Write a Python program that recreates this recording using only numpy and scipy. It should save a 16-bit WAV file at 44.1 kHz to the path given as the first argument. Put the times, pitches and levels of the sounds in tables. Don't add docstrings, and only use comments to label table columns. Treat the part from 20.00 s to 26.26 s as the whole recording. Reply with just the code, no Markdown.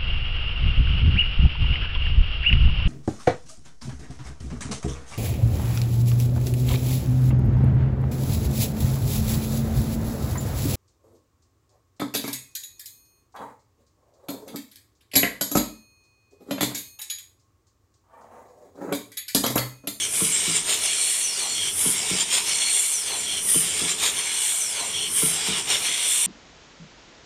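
import sys
import numpy as np
from scipy import signal
from scipy.fft import rfft, irfft
from scipy.io import wavfile
from scipy.ndimage import uniform_filter1d

SR = 44100
rng = np.random.default_rng(int(sys.argv[2]) if len(sys.argv) > 2 else 0)


def boost_factor(decibels):
    exponent = np.asarray(decibels, float) / 20
    return 10 ** exponent


def wrap_up_sound(samples):
    columns = np.atleast_2d(samples).T
    tamed = np.clip(columns, -1, 1)
    steps = np.round(tamed * 32767).astype(np.int16)
    wavfile.write(sys.argv[1], SR, steps)


N = 276103
SIZE, HOP = 1024, 256
RUMBLE_DB, EASE_DB, EASE_AT_S, EASE_S = -46, -11, -0.69, 0.3

# centre_hz, width_hz, level_db
KNOCK_PORT_MODES = [(2270, 330, -7), (2870, 380, -17), (3260, 890, -5.5), (3930, 130, -8.5),
                    (4950, 330, -3.5), (5480, 370, -3), (7300, 440, -1.5), (8300, 1000, 0), (8860, 410, 6),
                    (10300, 300, -25.5), (12200, 400, -21), (13100, 300, -32)]
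PUFF_PORT_MODES = [(2510, 730, -10.5), (3480, 1100, -5), (5190, 600, 0.5), (6500, 250, -12.5),
                   (7170, 740, 13), (8700, 460, 15.5), (10800, 300, -19), (11800, 970, -6.5),
                   (13000, 460, -17), (15300, 300, -20)]
LONG_PORT_MODES = [(2280, 310, -5.5), (2893, 320, -4), (3370, 490, -3), (4230, 300, -7), (5680, 920, -1.5),
                   (6160, 190, -3), (7400, 450, 0), (8690, 940, 6), (9540, 140, 4.5), (11760, 670, -13.5)]
# freq_hz, level_db
BETWEEN_MODES = [(1200, -29.5), (2000, -13.5), (4500, -17), (8000, -1), (10000, -63), (12000, -36.5),
                 (15500, -35)]
# freq_hz, density_db_per_hz
JET_SPECTRUM = [(3820, -37), (6500, -14), (7610, -30), (8370, -2), (9830, 2), (11300, -11), (12000, -10),
                (12700, -9), (14400, -22), (15600, -25)]
# freq_hz, density_db_per_hz
WASH_SPECTRUM = [(150, -59), (250, -16.5), (429, -3.5), (499, -10), (564, -6), (742, -6.5), (958, -4),
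                 (1680, -8), (2400, -7.5), (3120, -7), (5280, -120)]
# freq_hz, density_db_per_hz
HUM_SPECTRUM = [(12, -30), (25, -9.5), (55, -12.5), (75, -12), (90, 0), (108, -10.5), (170, -4.5),
                (215, -6.5), (300, -7.5), (400, -6), (445, -0.5), (500, -26), (700, -20)]
# time_s, delay_ms
DECK_ECHO = [(0, 0.29), (1.9, 0.3), (3.6, 0.33), (5.2, 0.346), (6.26, 0.36)]
# time_s, blow_db, brightness_db_per_octave
KNOCKS = [
    (0.216, -18.5, 3.5),
    (0.473, -21, 3),
    (1.858, -20.5, 4),
    (2.107, -19.5, 3.5),
    (3.554, -19, 3.5),
    (3.812, -21.5, 4),
    (5.23, -20.5, 4),
    (5.481, -19.5, 2),
]
# delay_s, level_db
BOUNCES = [
    [(-.008, -9), (-.002, 2.5), (.005, -3.5), (.027, -6)],
    [(-.007, -10.5), (-.001, -0.5), (.019, -3), (.038, -5)],
]
# freq_hz, level_db, t60_s
FRAME_MODES = [(87, -6.5, 0.23), (135, -6.5, 0.16), (167, -1.5, 0.23), (192, -3, 0.3), (260.5, -5.5, 0.15),
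               (330, -2, 0.078), (359, -3.5, 0.06), (448, -6.5, 0.098), (600, -18, 0.064),
               (1010, -18, 0.038), (1368, -23.5, 0.16)]
TURNS_S = [
    .216,
    1.856,
    3.554,
    5.23,
    6.91,
]
GUST_TIMING = {"exhaust": (-.055, .105), "knock stroke": (-.06, .425), "puff": (.482, .04),
               "reopening": (.625, .04), "long stroke": (.7, .23), "second exhaust": (-.79, .17),
               "breath": (-.47, .08), "stroke end": (-.34, .175), "jolt": (.238, .02), "lift": (.335, .03),
               "sigh": (.555, .05)}
GUST_SHAPE = {"exhaust": (0.16, 144, 170), "knock stroke": (3.73, 290, 290), "puff": (-1.1, 270, 265),
              "reopening": (-1.6, 330, 360), "long stroke": (-2, 85, 40), "second exhaust": (-1.4, 81, 80),
              "breath": (-0.84, 240, 120), "stroke end": (3.4, 90, 350), "jolt": (-1.3, 390, 470),
              "lift": (0.83, 460, 530), "sigh": (1.3, 140, 370)}
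GUST_DB = {"exhaust": (-25.5, -26, -26.5, -28, None), "knock stroke": (-33, -34, -34.5, -35, None),
           "puff": (-25, -24, -23.5, -25.5, None), "reopening": (-26, -26.5, -29.5, -27, None),
           "long stroke": (-29, -28.5, -31, -30, None), "second exhaust": (None, -34.5, -35.5, -35.5, -34),
           "breath": (None, -31.5, -31.5, -32.5, None), "stroke end": (-33.5, -35, -36.5, -37.5, None),
           "jolt": (-37, -32, -32, -34, None), "lift": (-33, -32.5, -32, -36, None),
           "sigh": (-42, -45, -45, -42, None)}
REACH_DB = {"exhaust": (-30, -77, -58, -5.5, -1.5, -11), "knock stroke": (-14, 0, -3.5, 2, -17.5, -22.5),
            "puff": (-12.5, 0, -5, 1, -15.5, -18.5), "reopening": (-16, -1, -4, -4.5, -13, -26),
            "long stroke": (-18, 0, -5, -0.5, -17, -57), "second exhaust": (-74, -7, -8, 9, -0.5, -10.5),
            "breath": (-12, -3, -12.5, -4.5, -14, -20), "stroke end": (-19.5, -1, -4.5, 1, -17, -21),
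            "jolt": (-24, -0.5, -7, -7, -12.5, -14), "lift": (-14.5, 1.5, -4.5, -16.5, -13, -24),
            "sigh": (-6, -2, -3, -14, 0, -5)}
TILT_DB_PER_OCTAVE = {"exhaust": (-2.5, -.4, -0.2, 1, 0), "knock stroke": (1, 0.0004, 0.27, -1.3, 0),
                      "puff": (1, 0.037, 0.22, -1.7, 0), "reopening": (1.2, -0.061, -0.4, -.8, 0),
                      "long stroke": (1, 0.99, -0.94, -1.1, 0), "second exhaust": (0, -1.4, .3, -0.43, 1.4),
                      "breath": (0, 0.67, 0.15, -.6, 0), "stroke end": (0.4, 0.64, .2, -0.88, 0),
                      "jolt": (.1, .1, .1, .1, 0), "lift": (-0.12, -0.39, .1, -0.84, 0),
                      "sigh": (0.045, .1, -.6, .1, 0)}
OUTLET_HZ = [1000, 3000, 5600, 8200, 10500, 13500]
GUST_PORT = {"exhaust": 0, "knock stroke": 0, "jolt": 0, "lift": 0, "puff": 1, "sigh": 1}
SEEP_DB = (-49, -45, -41, -37, -56, -61)
LEAKS = {"seat": (.083, .1, 7500, 7520, 200), "lift": (.326, .06, 7250, 7280, 280),
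         "lift top": (.325, .06, 13400, 13400, 250), "sigh": (.545, .08, 14400, 14600, 800),
         "pip": (.608, .03, 11200, 11100, 200), "chirp": (.614, .045, 11000, 8400, 200),
         "gland": (.6, .3, 4330, 4310, 50), "gland held": (-.9, .72, 4380, 4310, 50),
         "throat": (-.89, .13, 8750, 8560, 230), "first strand": (-.752, .12, 7650, 6600, 120),
         "slide": (-.655, .29, 6700, 3800, 250), "second strand": (-.55, .17, 7000, 5850, 130),
         "slide foot": (-.477, .125, 4450, 3700, 120), "breath": (-.48, .14, 970, 870, 470),
         "third strand": (-.415, .14, 7500, 7000, 140), "hoot": (-.32, .2, 3310, 3130, 340)}
LEAK_DB = {"seat": (-23.5, -32, -35, -31, None), "lift": (-24, -23.5, -26.5, -36, None),
           "lift top": (-50, -49, -53, -53, None), "sigh": (-50, -51, -53, -52, None),
           "pip": (-32, -33, -42, -42, None), "chirp": (-28, -31, -29, -28, None),
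           "gland": (-41, -34, -50, None, None), "gland held": (None, -39.5, -45, None, None),
           "throat": (None, -25, -24.5, -38, -30), "first strand": (None, None, -38, -38, None),
           "slide": (None, -32, -34, -34.5, None), "second strand": (None, -39, -39, -39, None),
           "slide foot": (None, -43, -38, -38.5, None), "breath": (None, -42, -43, -41, None),
           "third strand": (None, -32, -33, -37, None), "hoot": (-30, -30, -32, -30.5, None)}
# time_s, length_s, pitch_hz, width_hz, level_db
STRAYS = [(0, .065, 6400, 250, -29), (.3, .17, 8450, 350, -29), (.36, .18, 12200, 300, -48),
          (2.02, .13, 13100, 300, -50), (2.05, .1, 7100, 500, -33), (2.09, .03, 10800, 400, -38),
          (2.93, .074, 7350, 100, -38), (3.05, .07, 6300, 90, -36), (3.19, .1, 5660, 90, -41),
          (3.68, .238, 9000, 200, -33.5), (4.693, .045, 9800, 1100, -31), (4.74, .12, 8500, 250, -39),
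          (5.46, .035, 10500, 1200, -33), (5.44, .16, 3700, 450, -33), (5.68, .12, 10450, 400, -39),
          (5.663, .15, 5620, 300, -31.5), (5.88, .45, 3590, 300, -35)]


def power_of(db):
    return boost_factor(2 * np.asarray(db))


def read(points, hz):
    point_hz, level_db = np.transpose(points)
    return np.interp(np.log(hz + 1), np.log(point_hz + 1), level_db, left=-90, right=-90)


def evened(x):
    return x / np.sqrt(np.mean(x ** 2) + 1e-20)


def grid():
    return np.arange(N // HOP + 5) * HOP / SR, np.fft.rfftfreq(SIZE, 1 / SR)[:, None]


def in_band(power, lo_hz, hi_hz):
    hz = grid()[1][:, 0]
    band = power[(hz > lo_hz) & (hz < hi_hz)]
    return power / band.sum(axis=0) * SIZE / (2 * HOP) / 1.5


def turbulence(power, patchy_db, flicker_db):
    t, hz = grid()
    real, imag, eddies, bands = rng.standard_normal((len(t), len(hz), 4)).T
    eddies = evened(uniform_filter1d(uniform_filter1d(eddies, size=9, axis=0), size=7, axis=1))
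    bands = evened(uniform_filter1d(uniform_filter1d(bands, size=5, axis=0), size=40, axis=1))
    spectra = np.sqrt(power) * (real + 1j * imag) * boost_factor(patchy_db * (eddies + bands))
    flicker = uniform_filter1d(rng.standard_normal(N), size=150)
    flicker = evened(uniform_filter1d(flicker, size=150))
    noise = signal.istft(spectra, nperseg=SIZE, noverlap=SIZE - HOP)[1][:N]
    return noise * boost_factor(flicker_db * flicker)


def gust(name, t):
    delay_s, held_s = GUST_TIMING[name]
    change_db, swell, fade = GUST_SHAPE[name]
    octaves = np.log2(np.array(OUTLET_HZ)[:, None] / 5600)
    out = 0
    for turn, (knock_s, db) in enumerate(zip(TURNS_S, GUST_DB[name])):
        if db is None:
            continue
        u = t - knock_s - delay_s
        held_db = change_db * np.clip(u / held_s, 0, 1)
        shape_db = held_db + swell * np.minimum(u, 0) - fade * np.maximum(u - held_s, 0)
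        colour_db = np.array(REACH_DB[name])[:, None] + TILT_DB_PER_OCTAVE[name][turn] * octaves
        out = out + power_of(db + shape_db + colour_db)
    return out


def outlet(index):
    return power_of(SEEP_DB[index]) + sum(gust(name, grid()[0])[index] for name in GUST_SHAPE)


def rumble():
    spectrum = rfft(rng.standard_normal(N))
    hum = irfft(spectrum * boost_factor(read(HUM_SPECTRUM, np.fft.rfftfreq(N, 1 / SR))), N)
    t = np.arange(N) / SR
    ease = sum(np.exp(-((t - knock_s - EASE_AT_S) / EASE_S) ** 2) for knock_s in TURNS_S)
    return evened(hum) * boost_factor(RUMBLE_DB + EASE_DB * ease)


def workshop(x):
    taps = np.zeros(SR // 4)
    at = np.arange(100, len(taps) - 24, 24)
    at = at + rng.integers(0, 24, len(at))
    taps[at] = rng.choice([-1., 1.], len(at)) * boost_factor(-60 * at / SR / 0.34)
    return signal.oaconvolve(x, taps / np.linalg.norm(taps))[:N]


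def wash():
    hz = grid()[1]
    power = in_band(power_of(read(WASH_SPECTRUM, hz)), 500, 1700) * outlet(index=0)
    return turbulence(power, patchy_db=1.5, flicker_db=0.64)


def knocks():
    out, t = np.zeros(N), np.arange(SR // 3) / SR
    chance = rng.uniform(-1, 1, (len(KNOCKS), 4, 2))
    tick = np.sin(2 * np.pi * 1100 * t) * boost_factor(-60 * t / 0.01)
    for k, ((time_s, blow_db, bright_db), luck) in enumerate(zip(KNOCKS, chance)):
        ring = np.zeros(len(t))
        for m, (hz, db, t60_s) in enumerate(FRAME_MODES):
            decay = boost_factor(db + bright_db * np.log2(hz / 170) - 60 * t / t60_s)
            ring += (-1) ** m * decay * np.sin(2 * np.pi * hz * t)
        ring *= 1 - np.exp(-t / .001)
        for j, ((delay_s, db), (late, harder)) in enumerate(zip(BOUNCES[k % 2], luck)):
            at = round((time_s + delay_s + 0.0014 * late) * SR)
            hit = ring + (j == 0) * boost_factor(14) * tick
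            out[at:at + len(t)] += boost_factor(blow_db - 10 + db + 1.2 * harder) * hit
    return signal.sosfilt(signal.butter(2, 75, "high", fs=SR, output="sos"), out)


def leaks():
    rows = []
    for name, (delay_s, *shape) in LEAKS.items():
        for knock_s, db in zip(TURNS_S, LEAK_DB[name]):
            if db is not None:
                rows.append((knock_s + delay_s, *shape, db))
    for time_s, length_s, hz, width_hz, db in STRAYS:
        rows.append((time_s, length_s, hz, hz * .98, width_hz, db))
    return rows


def whistles():
    out, rows = np.zeros(N + SR), leaks()
    seeds = rng.standard_normal((len(rows), SR * 3 // 4, 2)) @ [1, 1j]
    for (time_s, length_s, start_hz, end_hz, width_hz, db), seed in zip(rows, seeds):
        n, r = round(length_s * SR), np.exp(-np.pi * width_hz / SR)
        fuzz = signal.lfilter([1], [1, -2 * r, r ** 2], seed[:n + HOP])[HOP:]
        fuzz = fuzz / abs(fuzz) ** 0.17
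        hz = np.geomspace(start_hz, end_hz, n)
        lift = .25 + sum(1 / (1 + (2 * (hz - f) / (wide + 150)) ** 2) for f, wide, _ in LONG_PORT_MODES)
        pressure = (hz / start_hz) ** 2.4
        tone = lift * pressure * (fuzz * np.exp(2j * np.pi * np.cumsum(hz) / SR)).real
        fades = signal.windows.tukey(n, min(.11 / length_s, 1))
        at = round(time_s * SR) + SR // 4
        out[at:at + n] += boost_factor(db) * evened(tone) * fades
    return out[SR // 4:][:N]


def jet():
    t, hz = grid()
    echo_s = np.interp(t, *np.transpose(DECK_ECHO)) / 1000
    comb = abs(1 + 0.2 * np.exp(2j * np.pi * hz * echo_s)) ** 2
    power = power_of(read(JET_SPECTRUM, hz)) * comb
    fine = np.clip((hz - 12000) / 600, 0, 1)
    body = in_band(power * (1 - fine), 10000, 12300) * outlet(index=4)
    fizz = in_band(power * fine, 12300, 15500) * outlet(index=5)
    return turbulence(body + fizz, patchy_db=1.0, flicker_db=0.5)


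def port_power(modes):
    hz = grid()[1]
    peaks = sum(power_of(db) / (1 + (2 * (hz - f) / width) ** 2) ** 2 for f, width, db in modes)
    return peaks + power_of(read(BETWEEN_MODES, hz))


def valve_chest():
    t, hz = grid()
    over_wide = np.clip((hz - 4500) / 300, 0, 1)
    narrow = np.clip((hz - 6600) / 300, 0, 1)
    parts = [(1 - over_wide, 1800, 4600), (over_wide - narrow, 4600, 6800), (narrow, 6800, 9200)]
    ports = []
    for modes in (KNOCK_PORT_MODES, PUFF_PORT_MODES, LONG_PORT_MODES):
        power = port_power(modes)
        ports.append(np.hstack([in_band(power * part, lo_hz, hi_hz) for part, lo_hz, hi_hz in parts]))
    flow = sum(ports[GUST_PORT.get(name, 2)] @ gust(name, t)[1:4] for name in GUST_SHAPE)
    seep = ports[2] @ power_of(np.array(SEEP_DB)[1:4, None])
    return turbulence(flow + seep, patchy_db=1.5, flicker_db=.95)


def scene():
    engine = valve_chest() + jet() + wash() + whistles() + knocks()
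    return (engine + boost_factor(-10.5) * workshop(engine) + rumble())[None]


def roll_off(x):
    return signal.sosfilt(signal.butter(12, 15750, fs=SR, output="sos"), x)


def record(dry):
    return roll_off(dry)


dry = scene()
out = record(dry)
wrap_up_sound(out)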